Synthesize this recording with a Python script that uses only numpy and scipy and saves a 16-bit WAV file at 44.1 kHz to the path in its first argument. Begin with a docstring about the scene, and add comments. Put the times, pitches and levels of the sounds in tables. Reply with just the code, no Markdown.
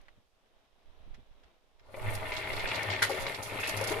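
"""A quiet walled yard: faint hiss, light taps and metal clicks, with wind and soft bumps on the microphone pair.
Just before two seconds an electric cement mixer starts: struck shell modes and noise make the steel drum
rumble, wavering sines make the motor hum, and enveloped noise makes the pinion rattle along the ring gear.
Grit scrapes, crackles and ticks in coloured noise, and the drum sings on brief tones. Hollow knocks pair
noise slaps with low booms; near three seconds iron clanks as a noise crash and a few ringing modes."""
import sys
import numpy as np
from scipy import signal
from scipy.fft import rfft, irfft
from scipy.io import wavfile

SR = 44100
rng = np.random.default_rng(int(sys.argv[2]) if len(sys.argv) > 2 else 0)


def digitize_waveform(pressure):
    """Quantize a signal to 16-bit integers and store it at the path in sys.argv[1].

    Rows of a 2-D input are taken as channels; values are limited to [-1, 1].
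    """
    field = np.atleast_2d(pressure).T
    bounded = np.clip(field, -1, 1)
    quanta = np.round(bounded * 32767).astype(np.int16)
    wavfile.write(sys.argv[1], SR, quanta)


N = 176400
T = np.arange(N) / SR
FREQS = np.maximum(np.arange(N // 2 + 1) * SR / N, 1)

TEETH_PER_S, TOOTH_AT_S = 65.45, 2.502  # contact rate, and the time of one contact
TOOTH_SPREAD_DB, TOOTH_JITTER_S, TOOTH_DECAY_S = 4, 0.00093, 0.0085


def tooth_contacts():
    """Pinion teeth meet the ring gear almost regularly; rows hold start in s, level in dB, decay in s."""
    period = 1 / TEETH_PER_S
    starts = np.arange(TOOTH_AT_S % period + period, N / SR, period)
    late, strong = np.clip(rng.standard_normal((2, len(starts))), -2, 1.2)
    decays = np.full(len(starts), TOOTH_DECAY_S)
    return np.transpose([starts + TOOTH_JITTER_S * late, TOOTH_SPREAD_DB * strong, decays])


# How loud the gear runs. Each row: time in seconds, level in dB before the gains below.
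GEAR_LOAD_CURVE = [(1.8,-83),(1.93,-65),(1.98,-55.5),(2.07,-42.5),(2.24,-46.5),(2.33,-39.5),(2.48,-42),(2.72,-37.5),(2.86,-39),(2.93,-36),(3.0,-43.5),(3.13,-40),(3.28,-41),(3.41,-48),(3.55,-42.5),(3.65,-39),(3.78,-40),(3.88,-38),(4,-41.5)]
# Teeth that catch hard. Each row: start in seconds, level in dB before the gains below, decay in seconds.
HARD_CATCHES = [(1.941,-39.5,0.0091),(2.319,-33,0.0063),(2.471,-27,0.0032),(2.501,-29,0.004),(2.593,-28,0.004),(2.654,-28.5,0.0055),(2.714,-30,0.0071),(2.792,-32,0.0076),(2.96,-31,0.0057),(2.990,-28.5,0.0092),(3.312,-41,0.0036),(3.344,-43.5,0.0057),(3.57,-31,0.0033),(3.603,-28.5,0.0052),(3.632,-31.5,0.019)]
# Colour of the gear. Each row: frequency in Hz, relative level in dB per Hz.
GEAR_COLOUR = [(900, -23), (1400, -5), (1650, -2.5), (1900, 2.5), (2150, 0.5), (2350, -3), (2650, -2),
               (3000, -7.5), (3500, -9), (4500, -21), (8000, -55)]
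# Ping of the teeth, moving with the point of contact. Each row: time in seconds, centre in Hz.
TOOTH_PING_PATH = [(2.0,2200),(2.61,2174),(2.69,2687),(2.73,2602),(2.8,2180),(3.0,2064),(3.57,2406),(3.64,2662),(3.73,2600),(3.85,2234)]
GEAR_DB, PING_DB, GRIND_DB, PING_WIDTH_HZ = -6.5, -6.5, -1.5, 223


def gear(teeth):
    """Teeth strike one by one with a ping and a rattle, and grind between strikes."""
    load = level(GEAR_LOAD_CURVE)
    strikes = load * rms_one(bursts(teeth)) + bursts(HARD_CATCHES)
    rattle = from_db(GEAR_DB) * friction(GEAR_COLOUR, grain_db=1.5, modes_db=3.5)
    ping = from_db(PING_DB) * wobbling_ring(TOOTH_PING_PATH, PING_WIDTH_HZ)
    grind = from_db(GRIND_DB) * friction(GEAR_COLOUR, grain_db=4.0, modes_db=4.5)
    return strikes * (rattle + ping) + load * grind


# How loud the drum turns. Each row: time in seconds, level in dB before the gains below.
DRUM_LEVEL_CURVE = [(1.78,-84.5),(1.82,-64.5),(1.92,-54),(2.01,-42.5),(2.45,-41.5),(2.75,-37.5),(3.02,-40),(3.26,-38.5),(3.4,-42.5),(3.6,-40.5),(3.82,-38.5),(4,-37.5)]
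# Colour of the rumble. Each row: frequency in Hz, relative level in dB per Hz.
DRUM_COLOUR = [(76, 1), (130, -6), (140, -9.5), (243, -12), (280, -7.5), (365, -11), (397, -2.5),
               (448, -8.5), (635, -2), (740, -8), (872, -2.5), (1110, -10.5), (1220, -7.5), (1500, -8),
               (1950, -48)]
# Steel shell, struck by teeth and knocks. Each row: frequency in Hz, relative level in dB, t60 in seconds.
SHELL_MODES = [(327,-25,0.31),(376,-1.5,0.3),(411.3,-7.5,0.26),(460.5,1,0.28),(531.8,0,0.24),(542,-3,0.46),(630,-1,0.68),(799,2.5,0.12),(1013,-7.5,1),(1162,5.5,0.068)]
SHELL_DB, RUMBLE_DB, TUMBLE_DB = -10, -1.5, 2  # the last is the unevenness of the rumble


def drum(teeth):
    """The shell rings and rumbles with the teeth, the rumble swelling unevenly."""
    tumble = from_db(TUMBLE_DB * drift(22))
    shake = rms_one((2.7 + rms_one(bursts(teeth))) * tumble)
    shell = from_db(SHELL_DB) * rms_one(ring(teeth, SHELL_MODES, spread_db=4.5))
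    rumble = from_db(RUMBLE_DB) * shake * friction(DRUM_COLOUR, grain_db=1.0)
    return level(DRUM_LEVEL_CURVE) * (shell + rumble)


# Hollow knocks on the drum. Each row: start in seconds, level in dB before the gains below,
# decay in seconds, pitch in Hz.
DRUM_KNOCKS = [(1.885,-54,0.028,600),(1.942,-35.5,0.0067,560),(1.971,-36.5,0.016,600),(3.095,-24,0.0093,820),(3.103,-27,0.015,565),(3.121,-30.5,0.019,455),(3.138,-30.5,0.033,378),(3.811,-26,0.017,525),(3.905,-28,0.016,335),(3.912,-25,0.027,390),(3.962,-29,0.017,450),(3.987,-35,0.021,490)]
# Colour of a knock's slap. Each row: frequency in Hz, relative level in dB per Hz.
SLAP_COLOUR = [(300,-5),(600,-1),(900,0.5),(2000,-14)]
SLAP_DB, BOOM_DB, KNOCK_DB = -12, -2.5, -15.5  # slap, boom and ringing shell
KNOCK_DB_PER_OCTAVE = 5  # fall of the shell's ring away from the knock's pitch


def knocks():
    """Each knock is a slap and a hollow boom at its own pitch; shell modes near that pitch ring on."""
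    slaps = bursts([row[:3] for row in DRUM_KNOCKS])
    out = from_db(SLAP_DB) * slaps * friction(SLAP_COLOUR, grain_db=3.5)
    for *blow, pitch in DRUM_KNOCKS:
        near = [(hz, db - KNOCK_DB_PER_OCTAVE * abs(np.log2(hz / pitch)), t60)
                for hz, db, t60 in SHELL_MODES]
        boom = bursts([blow]) * wavering_tone(pitch, waver=0.03955, rate=61.5)
        out += from_db(BOOM_DB) * boom + from_db(KNOCK_DB) * ring([blow], near, spread_db=1.5)
    return out


# The clank and its bounces. Each row: start in seconds, level in dB, decay of the crash in seconds.
CLANK_BLOWS = [(3.0205,-21.5,0.014),(3.0245,-24.5,0.016),(3.04,-32,0.014)]
# Colour of the crash. Each row: frequency in Hz, relative level in dB per Hz.
CRASH_COLOUR = [(400, -22), (1100, -8.5), (1450, -1), (2000, 3.5), (2600, -11), (3500, -7.5), (5500, -14.5),
                (8000, -16.5), (11000, -14.5), (15000, -27)]
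# Ring gear when struck. Each row: frequency in Hz, relative level in dB, t60 in seconds.
IRON_MODES = [(1435,4,0.18),(1614,-1,.07),(1834,1,0.15),(1940,7,0.056),(1986,3.5,0.072),(2540,-13,0.23),(3010,-7,0.21),(3274,-14,0.22),(3463,-11,0.17),(3970,-7,0.17),(4953,-7,0.087)]
IRON_DB = -11.5


def clank():
    """Iron slams on iron and bounces: a dense crash and a short ring."""
    crash = bursts(CLANK_BLOWS) * friction(CRASH_COLOUR, grain_db=2, modes_db=3.5)
    return crash + from_db(IRON_DB) * ring(CLANK_BLOWS, IRON_MODES, spread_db=1.5)


# The drum sings. Each row: start in seconds, peak level in dB, length in seconds, pitch in Hz.
DRUM_SINGS = [(2.095,-47.5,0.55,629.7),(2.244,-45,0.16,985),(3.2,-41,0.117,544.5)]


def singing():
    """The rubbed drum sings briefly on one resonance or another, swelling and fading."""
    out = np.zeros(N)
    for start, db, length, hz in DRUM_SINGS:
        swell = np.sqrt(np.maximum(1 - (2 * (T - start) / length - 1) ** 2, 0))
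        out += from_db(db) * swell * wavering_tone(hz, waver=0.00933, rate=19.6)
    return out


# How loud the motor hums. Each row: time in seconds, level in dB before the gain below.
HUM_LEVEL_CURVE = [(1.83,-72.5),(1.95,-61.5),(2.07,-34.5),(2.16,-41.5),(2.26,-56),(2.8,-51),(2.88,-43),(2.96,-45),(3.12,-50),(3.33,-59),(3.46,-47.5),(3.7,-50.5),(3.78,-39),(3.85,-44),(3.92,-51),(4,-39.5)]
# Motor and belt tones. Each row: mean frequency in Hz, relative level in dB.
HUM_TONES = [(97.9,-7.5),(104.9,0.5),(62,-20.5),(199.5,-20.5)]
HUM_DB = -1


def motor():
    """Wavering low tones of motor and belt swell along a level curve."""
    tones = sum(from_db(db + drift(2.6)) * wavering_tone(hz, waver=0.0254, rate=14.2)
                for hz, db in HUM_TONES)
    return from_db(HUM_DB) * level(HUM_LEVEL_CURVE) * rms_one(tones)


CRACKLE_PER_S, CRACKLE_S = 89, 0.0015  # mean rate of loose grains, and their decay
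CRACKLE_DB = -4.5  # strongest single grain, relative to the scraping


def crackle():
    """Single grains break at random moments; this is their envelope."""
    grains = (rng.random(N) < CRACKLE_PER_S / SR) * rng.uniform(0.22, 1, N)
    decay = np.exp(-1 / (CRACKLE_S * SR))
    return from_db(CRACKLE_DB) * signal.lfilter([1], [1, -decay], grains + 1e-18)


# How loud grit grinds, then rubs. Each row: time in seconds, level in dB before the gains in grit().
GRIT_LEVEL_CURVE = [(1.85, -77.5), (1.98, -67.5), (2.13, -58), (2.22, -59), (2.71, -54.5), (3.15, -53),
                    (3.41, -59.5), (3.54, -55), (3.79, -63), (3.89, -47.5), (4.0, -58)]
RUB_LEVEL_CURVE = [(1.89, -79.5), (1.97, -63), (2.08, -59), (2.14, -54), (2.21, -61.5), (2.53, -58),
                   (3.0, -61.5), (3.13, -61), (3.49, -56.5), (3.63, -56), (4.0, -57)]
# Scrapes of grit. Each row: start in seconds, level in dB before the gain in grit(), decay in seconds.
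GRIT_SCRAPES = [(2.319, -49.5, 0.059), (2.365, -38.5, 0.0097), (2.53, -44.5, 0.013), (2.564, -41, 0.0074),
                (2.594, -41, 0.012), (2.672, -43.5, 0.03), (2.744, -38.5, 0.018), (2.9, -40.5, 0.031),
                (3.265, -44, 0.025), (3.345, -39.5, 0.0083), (3.635, -44, 0.064)]
# Sharp ticks of grit on steel. Each row: start in seconds, level in dB, decay in seconds.
GRIT_TICKS = [(.0135, -62, 0.0038), (1.962, -55, 0.0091), (2.018, -50, 0.0069), (2.15, -35.5, 0.0089),
              (2.754, -41.5, 0.012), (2.83, -34.5, 0.0042), (3.045, -40, 0.025), (3.091, -43.5, 0.082),
              (3.198, -43.5, 0.015), (3.22, -44, 0.014), (3.425, -41.5, 0.05), (3.599, -43, 0.029),
              (3.673, -35.5, 0.019), (3.691, -36.5, 0.012), (3.766, -37, 0.024), (3.811, -38, 0.0086),
              (3.839, -31, 0.0069), (3.872, -34, 0.015), (3.897, -38, 0.017), (3.918, -36.5, 0.0084)]
# Colours of scraping, rubbing and ticks. 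Each row: frequency in Hz, relative level in dB per Hz.
GRIT_COLOUR = [(1500, -20), (3000, 5.5), (4000, 8), (5500, -1.5), (7500, -6.5), (10000, -29), (15000, -30)]
RUB_COLOUR = [(5000, -13), (8000, -9), (9700, -2.5), (11000, -3.5), (13000, -7), (15500, -15)]
TICK_COLOUR = [(2000, -28), (4000, 5), (6500, 2.5), (8000, -3), (10500, 3), (13000, -1.5), (15500, -8)]
GRIT_DB, SCRAPE_DB, RUB_DB = 1.5, 2, 3


def grit():
    """Dry grit rubs and crackles on steel, with louder scrapes and ticks."""
    pressure = from_db(GRIT_DB) * level(GRIT_LEVEL_CURVE) + from_db(SCRAPE_DB) * bursts(GRIT_SCRAPES)
    scraping = pressure * (1 + crackle()) * friction(GRIT_COLOUR, grain_db=1.5, modes_db=3.0)
    rub_gain = from_db(RUB_DB + 2 * drift(25)) * level(RUB_LEVEL_CURVE)
    rubbing = rub_gain * friction(RUB_COLOUR, grain_db=1.5, modes_db=2.5)
    ticks = bursts(GRIT_TICKS) * friction(TICK_COLOUR, grain_db=2.0, modes_db=4.0)
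    return scraping + rubbing + ticks


# Loudness of yard air, then wind at the microphone. Each row: time in seconds, level in dB.
YARD_LEVEL_CURVE = [(0,-67),(.21,-72),(.3,-78.5),(.36,-73.5),(.62,-70),(.71,-73),(.88,-68),(1.12,-64.5),(1.28,-69.5),(1.48,-66.5),(1.6,-73)]
WIND_LEVEL_CURVE = [(0,-56),(.3,-73.5),(.58,-63.5),(.8,-68),(.88,-46),(.95,-62),(1.08,-40.5),(1.25,-53.5),(1.45,-53.5),(1.62,-70.5),(2.2,-40.5),(2.42,-44),(2.55,-41),(2.65,-49.5),(3.12,-52),(3.22,-41),(3.33,-52.5),(4,-45.5)]
# Light taps, soft bumps on the microphone, small metal clicks, all before the start.
# Each row: start in seconds, level in dB, decay in seconds.
LIGHT_TAPS = [(.004,-68,0.04),(.055,-64,0.012),(.0832,-47,0.0057)]
MIC_BUMPS = [(.17, -56, 0.017), (1.075, -52, 0.02), (1.18, -48.5, 0.015)]
METAL_CLICKS = [(1.142,-56,0.015),(1.4345,-55,0.0068),(1.793,-61,0.012)]
# Colours of air, wind, taps, bumps, clicks and steady hiss.
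# Each row: frequency in Hz, relative level in dB per Hz.
YARD_COLOUR = [(100,5.5),(170,-5),(300,-0.5),(650,2.5),(950,-2),(1400,-5),(2100,-8),(3700,-7.5),(4500,-18),(5500,-19.5),(7500,-33.5),(15500,-29)]
WIND_COLOUR = [(12,12),(25,-6.5),(45,-9.5),(65,-10),(90,-28.5),(300,-42)]
TAP_COLOUR = [(400,-9),(1100,0),(1900,5),(3000,-6.5),(4200,-12),(6000,-23),(9000,-28),(14000,-31)]
BUMP_COLOUR = [(30, -8), (90, -2), (200, -13), (400, -26), (1000, -50)]
CLICK_COLOUR = [(1000,2),(2100,8),(4300,-6),(5400,-1),(6100,-8),(7000,-10),(8500,-16.5),(13000,-22)]
HISS_COLOUR = [(300,-6),(2000,-3),(5000,5),(7500,-2),(15500,-5)]
HISS_DB = -82.5


def yard():
    """Noise shaped as faint outdoor hiss, light taps, metal clicks, and wind and bumps on the microphone."""
    air = level(YARD_LEVEL_CURVE) * friction(YARD_COLOUR, grain_db=1.0)
    wind = level(WIND_LEVEL_CURVE) * friction(WIND_COLOUR, grain_db=9.5)
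    taps = bursts(LIGHT_TAPS) * friction(TAP_COLOUR, grain_db=4.5)
    bumps = bursts(MIC_BUMPS) * friction(BUMP_COLOUR, grain_db=1.5)
    clicks = bursts(METAL_CLICKS) * friction(CLICK_COLOUR, grain_db=4.0, modes_db=5.5)
    hiss = from_db(HISS_DB) * friction(HISS_COLOUR, grain_db=0.5)
    return air + wind + taps + bumps + clicks + hiss


# Likeness of the two microphone channels. Each row: frequency in Hz, correlation from -1 to 1.
CHANNEL_LIKENESS = [(30, -0.41), (90, 0.52), (300, 0.9), (600, 0.82), (950, 0.62), (1300, 0.012),
                    (1700, -0.071), (2200, 0.24), (3200, 0.22), (4500, 0.045), (7000, 0.028),
                    (14000, -0.15)]
MODE_SPACING_HZ = 45.07  # spacing of the fine resonances in the steel


def friction(colour, grain_db, modes_db=0):
    """Dense stereo micro-impacts of uneven size, coloured and optionally given fine resonances; unit power."""
    impacts = rng.standard_normal((2, N)) * from_db(grain_db * drift(250))
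    lowest, highest = colour[0][0], colour[-1][0]
    edges = 1 / (1 + (FREQS / highest) ** 8) / (1 + (lowest / FREQS) ** 8)
    heights = np.clip(rng.standard_normal(4096), -2, 2)
    crowd = np.interp(FREQS / MODE_SPACING_HZ, np.arange(4096), heights)
    mid, side = rfft(impacts) * from_db(per_hz(colour) + modes_db * crowd) * edges
    alike = np.clip(per_hz(CHANNEL_LIKENESS), -1, 1)
    pair = np.sqrt(1 + alike) * mid + np.sqrt(1 - alike) * side * [[1], [-1]]
    return rms_one(irfft(pair, N))


STRIKE_S = 0.0013  # rise time constant of every contact


def bursts(rows):
    """Sum of contact envelopes: quick rise, exponential fall."""
    out = np.zeros(N)
    for start_s, db, decay in rows:
        start = int(start_s * SR)
        age = T[:max(N - start, 0)][:SR // 2]
        rise = 1 - np.exp(-age / STRIKE_S)
        out[start:start + len(age)] += from_db(db) * rise * np.exp(-age / decay)
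    return out


def ring(rows, modes, spread_db):
    """Each blow strikes every decaying mode with a strength and sign of its own."""
    starts, db, _ = np.transpose(rows)
    at = np.minimum((starts * SR).astype(int), N - 1)
    out = np.zeros(N)
    for hz, mode_db, t60 in modes:
        strength = from_db(db + mode_db + spread_db * rng.standard_normal(len(at)))
        blows = np.zeros(N)
        blows[at] = strength * rng.choice([-1, 1], len(at))
        r, w = from_db(-60 / (t60 * SR)), 2 * np.pi * hz / SR  # pole radius and angle
        out += signal.lfilter([0, np.sin(w)], [1, -2 * r * np.cos(w), r * r], blows + 1e-18)
    return out


def wobbling_ring(centre, width_hz):
    """A noise-driven resonance of fairly even strength whose centre follows a curve; unit power."""
    phase = 2 * np.pi * np.cumsum(np.interp(T, *np.transpose(centre))) / SR
    swing = drift(width_hz) + 1j * drift(width_hz)
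    evened = swing / (0.5 + np.abs(swing))
    return rms_one(np.real(evened * np.exp(1j * phase)))


def wavering_tone(hz, waver, rate):
    """A sine whose pitch wanders by the share waver."""
    return np.sin(2 * np.pi * np.cumsum(hz * (1 + waver * drift(rate))) / SR)


def drift(rate):
    """Random wander of unit power, slower for a lower rate in Hz."""
    return rms_one(irfft(rfft(rng.standard_normal(N)) / (1 + (FREQS / rate) ** 2), N))


def level(rows):
    """Gain along a level curve, fading in just before its first point."""
    s, db = np.transpose(rows)
    return from_db(np.interp(T, s, db)) * np.clip(1 + (T - s[0]) * 20, 0, 1)


def per_hz(points):
    """A table read at every frequency, straight between points on a log frequency axis."""
    hz, value = np.transpose(points)
    return np.interp(np.log(FREQS), np.log(hz), value)


def from_db(db):
    """Decibels to gain."""
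    return 10 ** (np.asarray(db) / 20)


def rms_one(x):
    """Scale to unit power."""
    return x / np.sqrt(np.mean(x ** 2) + 1e-20)


def scene():
    """The mixer in its yard, ahead of the microphone pair."""
    teeth = tooth_contacts()
    machine = gear(teeth) + drum(teeth) + motor()
    return machine + knocks() + clank() + singing() + grit() + yard()


# Balance of the microphone pair. Each row: frequency in Hz, left minus right in dB.
MIC_BALANCE = [(30, -15.5), (70, 4.5), (200, 4.5), (400, 7), (800, 6.5), (1200, 3.5), (1550, -3),
               (2100, 4.5), (2700, 1.5), (3400, -6), (4500, -12), (6500, -10), (8000, -4), (9500, 1),
               (13000, 2.5)]
CUTOFF_HZ = 15700


def record(dry):
    """The two microphone ports colour the sound differently; the top is cut."""
    ports = from_db(per_hz(MIC_BALANCE) * [[0.5], [-0.5]])
    ports = ports / np.sqrt(np.mean(ports ** 2, axis=0))  # keep the summed power of the pair
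    taps = np.roll(irfft(ports, N), 1024, axis=1)[:, :2049] * np.hanning(2049)
    heard = signal.fftconvolve(dry, taps, mode="same", axes=1)
    # the stopband, 70 dB down, begins 400 Hz above the cutoff
    top_cut = signal.cheby2(18, 70, CUTOFF_HZ + 400, fs=SR, output="sos")
    return signal.sosfilt(top_cut, heard)


dry = scene()
out = record(dry)
digitize_waveform(out)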